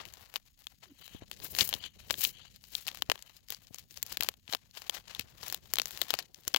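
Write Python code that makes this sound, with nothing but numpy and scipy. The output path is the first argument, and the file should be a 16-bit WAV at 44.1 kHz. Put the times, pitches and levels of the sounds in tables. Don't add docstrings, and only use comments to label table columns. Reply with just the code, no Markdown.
import sys
import numpy as np
from scipy import signal
from scipy.fft import rfft, irfft
from scipy.io import wavfile
from scipy.ndimage import uniform_filter1d

SR = 44100
rng = np.random.default_rng(int(sys.argv[2]) if len(sys.argv) > 2 else 0)


def master_out(mix):
    frames = np.transpose(np.atleast_2d(mix))
    ceiling = np.clip(frames, -1, 1)
    pcm = np.round(ceiling * 32767).astype(np.int16)
    wavfile.write(sys.argv[1], SR, pcm)


N = 290178

# f/Hz, level/dB
ROOM_EQ = [(15, -38.5), (30, 4), (48, -6), (70, -6), (150, -14.5), (300, -13), (400, -45)]
# f/Hz, level/dB
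NEAR_PORT_EQ = [(150, -47), (250, -10), (414, -15), (747, -10), (1400, -12.5), (1720, -8), (2190, -7.5),
                (3110, -2), (3830, -2.5), (4400, -1.5), (6110, -6), (7150, -5), (8660, -15), (11400, -6),
                (15900, -0.5)]
# f/Hz, level/dB
FAR_PORT_EQ = [(200, 12.5), (400, 14.5), (700, -2.5), (1200, -16.5), (2000, 1), (3200, -6.5), (6000, -4),
               (7300, 6.5), (12000, 1.5), (15500, 2)]
# t/s, f/Hz, level/dB
CREAK_GLIDE = [(.865, 385, -70), (.89, 358, -63), (.91, 284, -59), (.93, 270, -65), (.945, 260, -85)]
# f/Hz, level/dB, t60/s
CASE_MODES = [(99, 0.5, 0.055), (123, -12, 0.07), (259, 4, 0.018), (459, -7, 0.042), (650, -2, 0.015)]
# t/s, level before trim/dB, left over right/dB
FINGER_LANDINGS = [(1.148, -37, 2), (1.221, -36, 3), (1.613, -33, 7), (1.751, -48, 25), (1.81, -48.5, 8),
                   (2.102, -43.5, 18), (2.181, -43, 3), (2.547, -56.5, -1), (3.002, -52, 12),
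                   (3.092, -42.5, 11), (3.506, -50, 7), (3.707, -52, 19.5), (4.202, -44, 21),
                   (4.28, -49.5, 12.5), (4.491, -45, 4.5), (4.545, -49.5, 16), (4.89, -58, 10),
                   (5.195, -38.5, 5.5), (5.521, -50.5, 3), (5.731, -63, -8), (5.783, -45.5, 18),
                   (6.133, -40, 13), (6.475, -44.5, -11), (6.539, -42, 11)]
# f/Hz, level/dB
RUMBLE_EQ = [(29, -15), (50, 8), (108, 4), (250, -5), (320, -54.5), (550, -120)]
# t/s, rumble before trim/dB, rustle re rumble before trim/dB
GRIP_ENVELOPE = [(0.0, -64, 0), (0.48, -82.5, -10), (1.61, -62, 4), (1.92, -70.5, -6), (2.16, -64.5, 0.5),
                 (2.56, -72, -8), (2.99, -68.5, -2.5), (3.32, -78.5, -3.5), (4.21, -66.5, -3),
                 (4.49, -78, -7), (5.31, -68.5, -1.5), (6.03, -69, 1), (6.27, -78, 9), (6.58, -77, 6.5)]
# low f/Hz, high f/Hz
HOOK_BANDS = [(400, 1500), (1500, 8500), (8500, 18000)]
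# f/Hz, width/Hz, level/dB
STRAP_MODES = [(3050, 300, 4), (3500, 350, 1), (3970, 350, -3), (4700, 400, -4), (6100, 300, -14),
               (7400, 300, -18)]
# t/s, build-up/s, let-go/s, crackle/dB,
# thud re crackle/dB, fizz re crackle/dB, squeak re crackle/dB, big-hook boost/dB
STRAP_TUGS = [(0,0.05,0.054,-48,8.5,-11,-25,-10.5), (0.08,0.037,0.042,-54,-5.5,0,-8,1),
              (0.2,0.14,0.187,-60,0.5,2,-17.5,-1.5), (0.351,0.048,0.048,-52.5,-4,-5,-27,0),
              (0.465,0.013,0.049,-63,-7,-1,-20,4.5), (0.6,0.031,0.11,-63.5,-6.5,2,-29,3.5),
              (0.719,0.016,0.03,-59.5,-6,1,-20,3), (0.84,0.019,0.021,-45.5,-4.5,-13,-15.5,-5),
              (0.9,0.05,0.028,-64.5,-5,-1,3,-1.5), (1.048,0.1,0.054,-57,-6,2.5,5,-3.5),
              (1.161,0.1,0.048,-56.5,-2.5,-1,4,-3), (1.227,0.019,0.018,-56,6,-16,1,-3),
              (1.32,0.062,0.13,-54,-22,-9,-39,0.5), (1.45,0.037,0.041,-43,-7.5,7,-25,-5.5),
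              (1.606,0.033,0.031,-21.5,-23.5,-9,-12,-4.5), (1.66,0.21,0.068,-48,-8.5,15.5,-14,-7.5),
              (1.744,0.11,0.074,-50.5,-3.5,4.5,-0.5,-1), (1.855,0.06,0.037,-45.5,-8.5,-14,8,-5.5),
              (2.031,0.13,0.079,-56,-10,-8,-3,4.5), (2.124,0.055,0.039,-46.5,-17,3.5,-29,1),
              (2.236,0.064,0.065,-31.5,-22,6.5,-12.5,-12), (2.453,0.18,0.05,-56.5,-5.5,-15,6.5,-7),
              (2.53,0.042,0.092,-57.5,-35,-13,-13,-6), (2.651,0.046,0.12,-57.5,-22,0,-12,-4),
              (2.759,0.071,0.13,-47,-14.5,1,-27,-6.5), (2.883,0.027,0.066,-45,-6.5,-12,-22,0),
              (2.958,0.037,0.087,-50.5,-12,-8,-30,3), (3.109,0.073,0.34,-60,-4,-6,-9,5.5),
              (3.269,0.02,0.087,-60.5,-4,-1.5,-1.5,-1.5), (3.36,0.025,0.036,-57,-10,0,-30,2),
              (3.52,0.038,0.062,-45.5,-16.5,-7,-28,-3), (3.64,0.16,0.088,-65.5,-5.5,1,-25,2.5),
              (3.792,0.11,0.06,-56,-12,-2,-29,3.5), (3.922,0.04,0.038,-57.5,-21,2,-24,5),
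              (3.98,0.035,0.025,-51,-16,-1,-25,8), (4.12,0.1,0.081,-49.5,-7.5,-3,-20,4.5),
              (4.235,0.034,0.083,-45.5,-3,-3,-22,-2), (4.281,0.04,0.082,-64,-9,-10,-17,3.5),
              (4.537,0.058,0.031,-42.5,-5.5,-4,-17.5,-4), (4.651,0.15,0.066,-67.5,-4,-11.5,-22,-3.5),
              (4.773,0.034,0.056,-46.5,-7,-2.5,-31.5,0.5), (4.86,0.07,0.076,-56.5,-2.5,-3,-20,1),
              (4.96,0.048,0.044,-40.5,-3,-5,-37,-7.5), (5.11,0.067,0.12,-47.5,-5,-16,-27,-6),
              (5.199,0.023,0.029,-43,-19,-17,-30,1.5), (5.29,0.084,0.16,-63,-0.5,-2.5,-27,1.5),
              (5.461,0.086,0.11,-45,-4.5,-2,-28,-1.5), (5.535,0.024,0.039,-44.5,-15,-4,-23,-4),
              (5.68,0.1,0.19,-59.5,-7,-2,-20.5,5.5), (5.791,0.1,0.22,-54.5,-16,-19,-18.5,-3),
              (5.93,0.13,0.18,-51,-7,2.5,-24,5.5), (6.03,0.15,0.053,-49.5,-8,-4,-24,6),
              (6.13,0.1,0.053,-43,-8,-11,-23,-2), (6.199,0.071,0.061,-46,-8.5,-21,-10,-8),
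              (6.37,0.042,0.33,-65.5,-6,1.5,-26,6), (6.483,0.031,0.045,-47,-12,-8,-18,2.5),
              (6.565,0.018,0.066,-52,-3,-6,-15,16)]
# crackle/dB, thud/dB, fizz/dB, squeak/dB, big hooks/dB
STRAP_CREEP = [-72, -95.5, -73.5, -105, -81]
# t/s, crack peak/dB, thud re crack/dB, fizz re crack/dB, ring f/Hz
HOOK_SNAPS = [(0.0534, -26.5, -36, -2, 2860), (0.087, -35, -17, -14, 3200), (0.138, -28.5, -23, 0, 7500),
              (0.171, -36.5, -9, -17, 3560), (0.3401, -33.5, -1, 11, 3010), (0.3592, -13, -12, -5, 3520),
              (0.3652, -24, -6, 6, 2990), (0.6693, -23, -15, -6, 3130), (1.079, -33.5, -9, 2, 3010),
              (1.3143, -22.5, -11.5, -0.5, 3090), (1.4013, -32, -10, -20, 4830), (1.55, -18, -12, -2, 4260),
              (1.565, -21.5, -21, -10, 2000), (1.5876, -7, -12, -1, 4930), (1.5911, -20, -25, -8, 4600),
              (1.609, 0, -30, -24, 4240), (1.613, -18, -17, -14, 4480), (1.691, -26.5, -4.5, 20, 3180),
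              (1.7285, -16.5, -5, -17, 3300), (1.739, -12, -14.5, -1.5, 3340),
              (1.7495, -23.5, -34, -12, 5700), (1.8389, -26.5, -11, -23, 3840),
              (2.1004, -22, -3.5, -13, 2970), (2.1077, -5.5, -12.5, -19, 2850), (2.1109, -16, -9, 2, 3360),
              (2.1413, -20, -11, -15, 3150), (2.2085, -21.5, -16, 7, 7100), (2.2502, -6, -29, -8, 2865),
              (2.561, -38, -12, 6, 4470), (2.6398, -33.5, -15, -7, 4840), (2.752, -11, -33, -7, 3630),
              (2.8679, -21, -16, -10, 4360), (2.8754, -25.5, -11, 10, 4400), (2.8815, -15.5, -21, 2, 2690),
              (2.9152, -31.5, -8, -2, 3680), (2.9476, -29, -7.5, 6.5, 3830), (2.9726, -32.5, -5, 6, 3100),
              (3.022, -11, -7, -1.5, 3060), (3.0991, -9, -3, -6, 3060), (3.1169, -8, -5, -5.5, 3000),
              (3.1565, -32.5, -1, 0, 3380), (3.178, -39, -4, -7, 3570), (3.2245, -26.5, -33, -4, 7740),
              (3.3674, -38.5, -32, 2.5, 4840), (3.4856, -31, -38, -2, 4900), (3.5041, -21, -19, 10, 3770),
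              (3.523, -26.5, -6, 9, 2730), (3.5469, -25.5, -23, -5, 4930), (3.6704, -35.5, -28, -13, 5500),
              (3.745, -24, -16.5, 0, 7100), (3.785, -27, -17, 3.5, 6050), (3.9096, -32.5, -38, -7, 5700),
              (3.9739, -23, -15.5, -7, 6260), (4.0284, -15.5, -22, 9.5, 7400), (4.0647, -33, -9, 12, 5680),
              (4.122, -28, -4.5, 9.5, 3760), (4.1259, -22.5, -25, 8, 4830), (4.1716, -15, -10.5, 2.5, 2800),
              (4.207, -21.5, -6.5, 8, 3700), (4.2085, -10, -29, 2, 1640), (4.225, -17, -8, -3, 3220),
              (4.234, -16.5, -15, 10.5, 4470), (4.2465, -26, -5, 5, 2950), (4.288, -9.5, -7, 2.5, 2980),
              (4.34, -37.5, -12, -3, 3000), (4.479, -30.5, -9, -36, 3000), (4.4985, -29, -19.5, -16, 2860),
              (4.5264, -16.5, -10, -3, 3230), (4.5352, -14, -6, -26, 4000), (4.549, -11, -7.5, -4, 3080),
              (4.7111, -40, -37, -4, 4150), (4.7736, -27, -7.5, -14, 4550), (4.8195, -29, -5, -2, 4670),
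              (4.8702, -36, -11, -19, 3100), (4.8965, -11.5, -10, 1, 3340), (4.909, -38, -20, 7, 5000),
              (5.1493, -22, -28, -4, 3640), (5.195, -15.5, -46, 3.5, 2480),
              (5.1973, -19.5, -14.5, -1, 2430), (5.2105, -29.5, -21, 4, 2370),
              (5.4309, -24.5, -9.5, -20, 5350), (5.4819, -28, -9, 14.5, 5660), (5.5, -23.5, -13, 3, 3960),
              (5.5254, -21, -5.5, 10, 5500), (5.5454, -17, -14.5, 7, 3630), (5.737, -13, -8.5, 11, 5600),
              (5.7568, -15.5, -20, -2, 8600), (5.7697, -23, -9, -16, 3120), (5.7856, -9, -8, 3.5, 3420),
              (5.7982, -9.5, -9, -6, 3340), (5.8177, -15, -10, 1, 5900), (5.8572, -18, -11.5, 3, 6000),
              (5.872, -30, -10, 0, 4020), (5.9086, -28, -9, 7, 3660), (6.0161, -9.5, -13, 4.5, 3670),
              (6.0195, -17, -6, 0, 3640), (6.029, -28, -26, -13, 3270), (6.084, -35, -2, 9, 3730),
              (6.1055, -9, -11, 1.5, 3370), (6.1395, -10, -4, 2, 2830), (6.152, -24, -29, -6, 4590),
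              (6.1893, -15, -7.5, -3, 5200), (6.1936, -23, -9, 5, 4650), (6.226, -32.5, -20, 0, 4500),
              (6.3454, -26.5, -48, -9, 6140), (6.4791, -12.5, -15, 7, 5900), (6.541, -11.5, -20, 0.5, 5400),
              (6.5456, -7.5, -4, -23, 3570), (6.5621, -7.5, -10, -1, 2800), (6.57, -22, -9, -7, 3320)]


def from_db(db):
    return 10 ** (np.asarray(db) / 20)


def rms_one(x):
    return x / np.sqrt(np.mean(x ** 2) + 1e-20)


def envelopes(rows):
    times, *columns = np.transpose(rows)
    return [np.interp(np.arange(N) / SR, times, column) for column in columns]


def impulse_response(eq, size=4096):
    hz, level_db = np.transpose(eq)
    grid_hz = np.maximum(np.arange(size // 2 + 1) * SR / size, 1)
    gain = from_db(np.interp(np.log(grid_hz), np.log(hz), level_db))
    cepstrum = irfft(np.log(gain))
    cepstrum[1:size // 2] *= 2
    cepstrum[size // 2 + 1:] = 0
    return irfft(np.exp(rfft(cepstrum)))


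def colour(x, eq):
    return signal.fftconvolve(x, impulse_response(eq))[:len(x)]


def band(x, edges_hz):
    return signal.sosfilt(signal.butter(2, edges_hz, "band", fs=SR, output="sos"), x)


def three_bands(x):
    return [(-1) ** (k + 1) * band(x, edges) for k, edges in enumerate(HOOK_BANDS)]


def resonance(x, hz, width_hz):
    r = np.exp(-np.pi * width_hz / SR)
    poles = [1, -2 * r * np.cos(2 * np.pi * hz / SR), r * r]
    return signal.lfilter(np.array([1, 0, -1]) * (1 - r * r) / 2, poles, x)


def drift(rate_hz):
    r = np.exp(-2 * np.pi * rate_hz / SR)
    return rms_one(signal.lfilter([1], [1, -2 * r, r * r], rng.standard_normal(N + SR))[SR:])


def flicker(swing_db, window):
    gain = from_db(swing_db)
    return gain / np.sqrt(uniform_filter1d(gain ** 2, size=window))


def noise_bed(eq, levels_db):
    return np.array([from_db(db) * rms_one(colour(rng.standard_normal(N), eq)) for db in levels_db])


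def whine(hz=6708, waver_hz=2.5, levels_db=(-84.5, -85), fade_db_per_s=0.6, on_s=0.45, off_s=6.0):
    tone = np.sin(2 * np.pi * np.cumsum(hz + waver_hz * drift(11)) / SR)
    gate, = envelopes([(on_s - 0.05, 0), (on_s, 1), (off_s, 1), (off_s + 0.05, 0)])
    fade = from_db(-fade_db_per_s * np.arange(N) / SR)
    return from_db(levels_db)[:, None] * fade * gate * rms_one(tone)


def creak(rough_db=5):
    hz, level_db = envelopes(CREAK_GLIDE)
    t = np.arange(N) / SR
    gate = (t > CREAK_GLIDE[0][0]) & (t < CREAK_GLIDE[-1][0])
    tone = np.sin(2 * np.pi * np.cumsum(hz) / SR)
    return gate * from_db(level_db + rough_db * drift(40)) * tone


def knocks(trim_db=-4, scatter_db=1.9):
    times, level_db, pan_db = np.transpose(FINGER_LANDINGS)
    port_db = level_db + trim_db + np.outer([0.5, -0.5], pan_db)
    shape = (len(times), len(CASE_MODES), 2)
    strengths = rng.choice([-1, 1], shape) * from_db(rng.normal(0, scatter_db, shape))
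    out = np.zeros((2, N))
    for k, (hz, mode_db, t60) in enumerate(CASE_MODES):
        blows = np.full((2, N), 1e-18)
        blows[:, (times * SR).astype(int)] = strengths[:, k].T * from_db(port_db + mode_db)
        r, w = from_db(-60 / (t60 * SR)), 2 * np.pi * hz / SR
        out += signal.lfilter([0, np.sin(w)], [1, -2 * r * np.cos(w), r * r], blows)
    return band(out, (40, 900))


def grip(shared=0.15, lump_db=3.5, lump_hz=21, trim_db=6, rustle_trims_db=(-5, -7),
         follow=0.37, easy_pull_db=-58.5):
    rumble_db, rustle_db = envelopes(GRIP_ENVELOPE)
    rustle_db += follow * (tug_envelopes()[0] - easy_pull_db)
    common, *port_noises = rng.standard_normal((3, N))
    lumps = flicker(lump_db * drift(lump_hz), window=4000)
    out = []
    for noise, port_db in zip(port_noises, rustle_trims_db):
        shake = np.sqrt(shared) * common + np.sqrt(1 - shared) * noise
        rumble = rms_one(lumps * colour(shake, RUMBLE_EQ))
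        rustle = from_db(rustle_db + port_db) * rms_one(lumps ** 2 * band(shake, (160, 600)))
        out.append(from_db(rumble_db + trim_db) * (rumble + rustle))
    return np.array(out)


def round_the_case(x, lag_s=0.0005):
    delayed = np.concatenate([np.zeros(round(lag_s * SR)), x])[:N]
    return colour(delayed, FAR_PORT_EQ)


def tug_envelopes(depth_db=18.5, build_power=1.7, let_go_power=1.53):
    t = np.arange(0, N / SR, 0.001)
    peak_s, build_s, let_go_s, peak_db, *offsets_db = np.transpose(STRAP_TUGS)[:, :, None]
    from_peak = np.abs(t - peak_s) / np.where(t < peak_s, build_s, let_go_s)
    drop_db = depth_db * from_peak ** np.where(t < peak_s, build_power, let_go_power)
    tugs_db = np.maximum(peak_db - drop_db, -200)
    powers = [np.sum(from_db(tugs_db + db) ** 2, axis=0) + from_db(creep_db) ** 2
              for db, creep_db in zip([0] + offsets_db, STRAP_CREEP)]
    crackle_db, *others_db = 10 * np.log10(powers)
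    return envelopes(np.transpose([t, crackle_db] + [db - crackle_db for db in others_db]))


def tear(hooks_per_s=12000, size_db=2.5, big_per_s=140, big_db=15, jerk_db=2.43, jerk_hz=44.5,
         flutter_db=2, flutter_hz=150, bend_db=3, bend_hz=14, patchy_db=4.5, patchy_hz=25.8, alike=0.18):
    crackle_db, thud_db, fizz_db, squeak_db, boost_db = tug_envelopes()
    small = from_db(size_db * np.minimum(rng.exponential(1, N), 6))
    small *= rng.random(N) < hooks_per_s / SR
    sliding = np.clip(from_db(squeak_db), 0, 1)
    big = from_db(big_db + boost_db + rng.normal(0, 4.2, N))
    big *= rng.random(N) < (1 - sliding) * big_per_s / SR
    near_signs, other_signs = rng.choice([-1, 1], (2, N))
    jerk = flicker(jerk_db * drift(jerk_hz) + flutter_db * drift(flutter_hz), window=1500)
    bends = [from_db(bend_db * drift(bend_hz)) for _ in STRAP_MODES]
    patches = [flicker(patchy_db * drift(patchy_hz), window=2500) for _ in HOOK_BANDS]
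    far_signs = np.where(rng.random(N) < alike, near_signs, other_signs)
    ports = []
    for signs in (near_signs, far_signs):
        releases = (small + big) * signs
        squeak = sum((-1) ** k * from_db(db) * bends[k] * resonance(releases, hz, width_hz)
                     for k, (hz, width_hz, db) in enumerate(STRAP_MODES))
        bands = three_bands(colour(releases, NEAR_PORT_EQ))
        layers = zip(bands + [squeak], (thud_db, 0, fizz_db, squeak_db), patches + [1])
        mix = sum(from_db(db) * rms_one(patch * layer) for layer, db, patch in layers)
        ports.append(from_db(crackle_db) * jerk * mix)
    near, far = ports
    far_loss_db = 27.5 + 0.1469 * crackle_db
    return np.array([near, from_db(-far_loss_db) * far])


def snaps(spatter=0.1, t60_s=0.012, smear_s=0.0037, ring_db=9.5, ring_width_hz=970, length=768):
    t = np.arange(length) / SR
    near_port = impulse_response(NEAR_PORT_EQ)[:length]
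    noises, paths = rng.standard_normal((len(HOOK_SNAPS), 2, length)).transpose(1, 0, 2)
    paths = paths * np.exp(-t / smear_s)
    rings = from_db(ring_db + 4.5 * rng.standard_normal(len(HOOK_SNAPS)))
    out = np.zeros((2, N + length))
    for (start_s, peak_db, thud_db, fizz_db, hz), noise, path, ring in zip(HOOK_SNAPS, noises, paths, rings):
        release = spatter * noise * from_db(-60 * t / t60_s)
        release[0] = 1
        thud, crack, fizz = three_bands(signal.fftconvolve(release, near_port)[:length])
        crack = crack + ring * resonance(crack, hz, ring_width_hz)
        layers = zip((thud, crack, fizz), (thud_db, 0, fizz_db))
        near = sum(from_db(peak_db + db) * layer / np.abs(layer).max() for layer, db in layers)
        far = signal.fftconvolve(near, path / np.linalg.norm(path))[:length]
        far_loss_db = 23 + 0.17 * peak_db - 0.23 * fizz_db
        at = int(start_s * SR)
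        out[:, at:at + length] += [near, from_db(-far_loss_db) * far]
    return out[:, :N]


def scene():
    near, far = snaps() + tear()
    strap = np.array([near, round_the_case(far)])
    bed = whine()
    bed += noise_bed(ROOM_EQ, levels_db=(-76.5, -73.5))
    bed += noise_bed(NEAR_PORT_EQ, levels_db=(-89, -91))
    return strap + grip() + knocks() + creak() + bed


def record(dry, cutoff_hz=17140):
    low_pass = signal.cheby2(14, 85, cutoff_hz, fs=SR, output="sos")
    return signal.sosfilt(low_pass, np.tanh(dry))


dry = scene()
out = record(dry)
master_out(out)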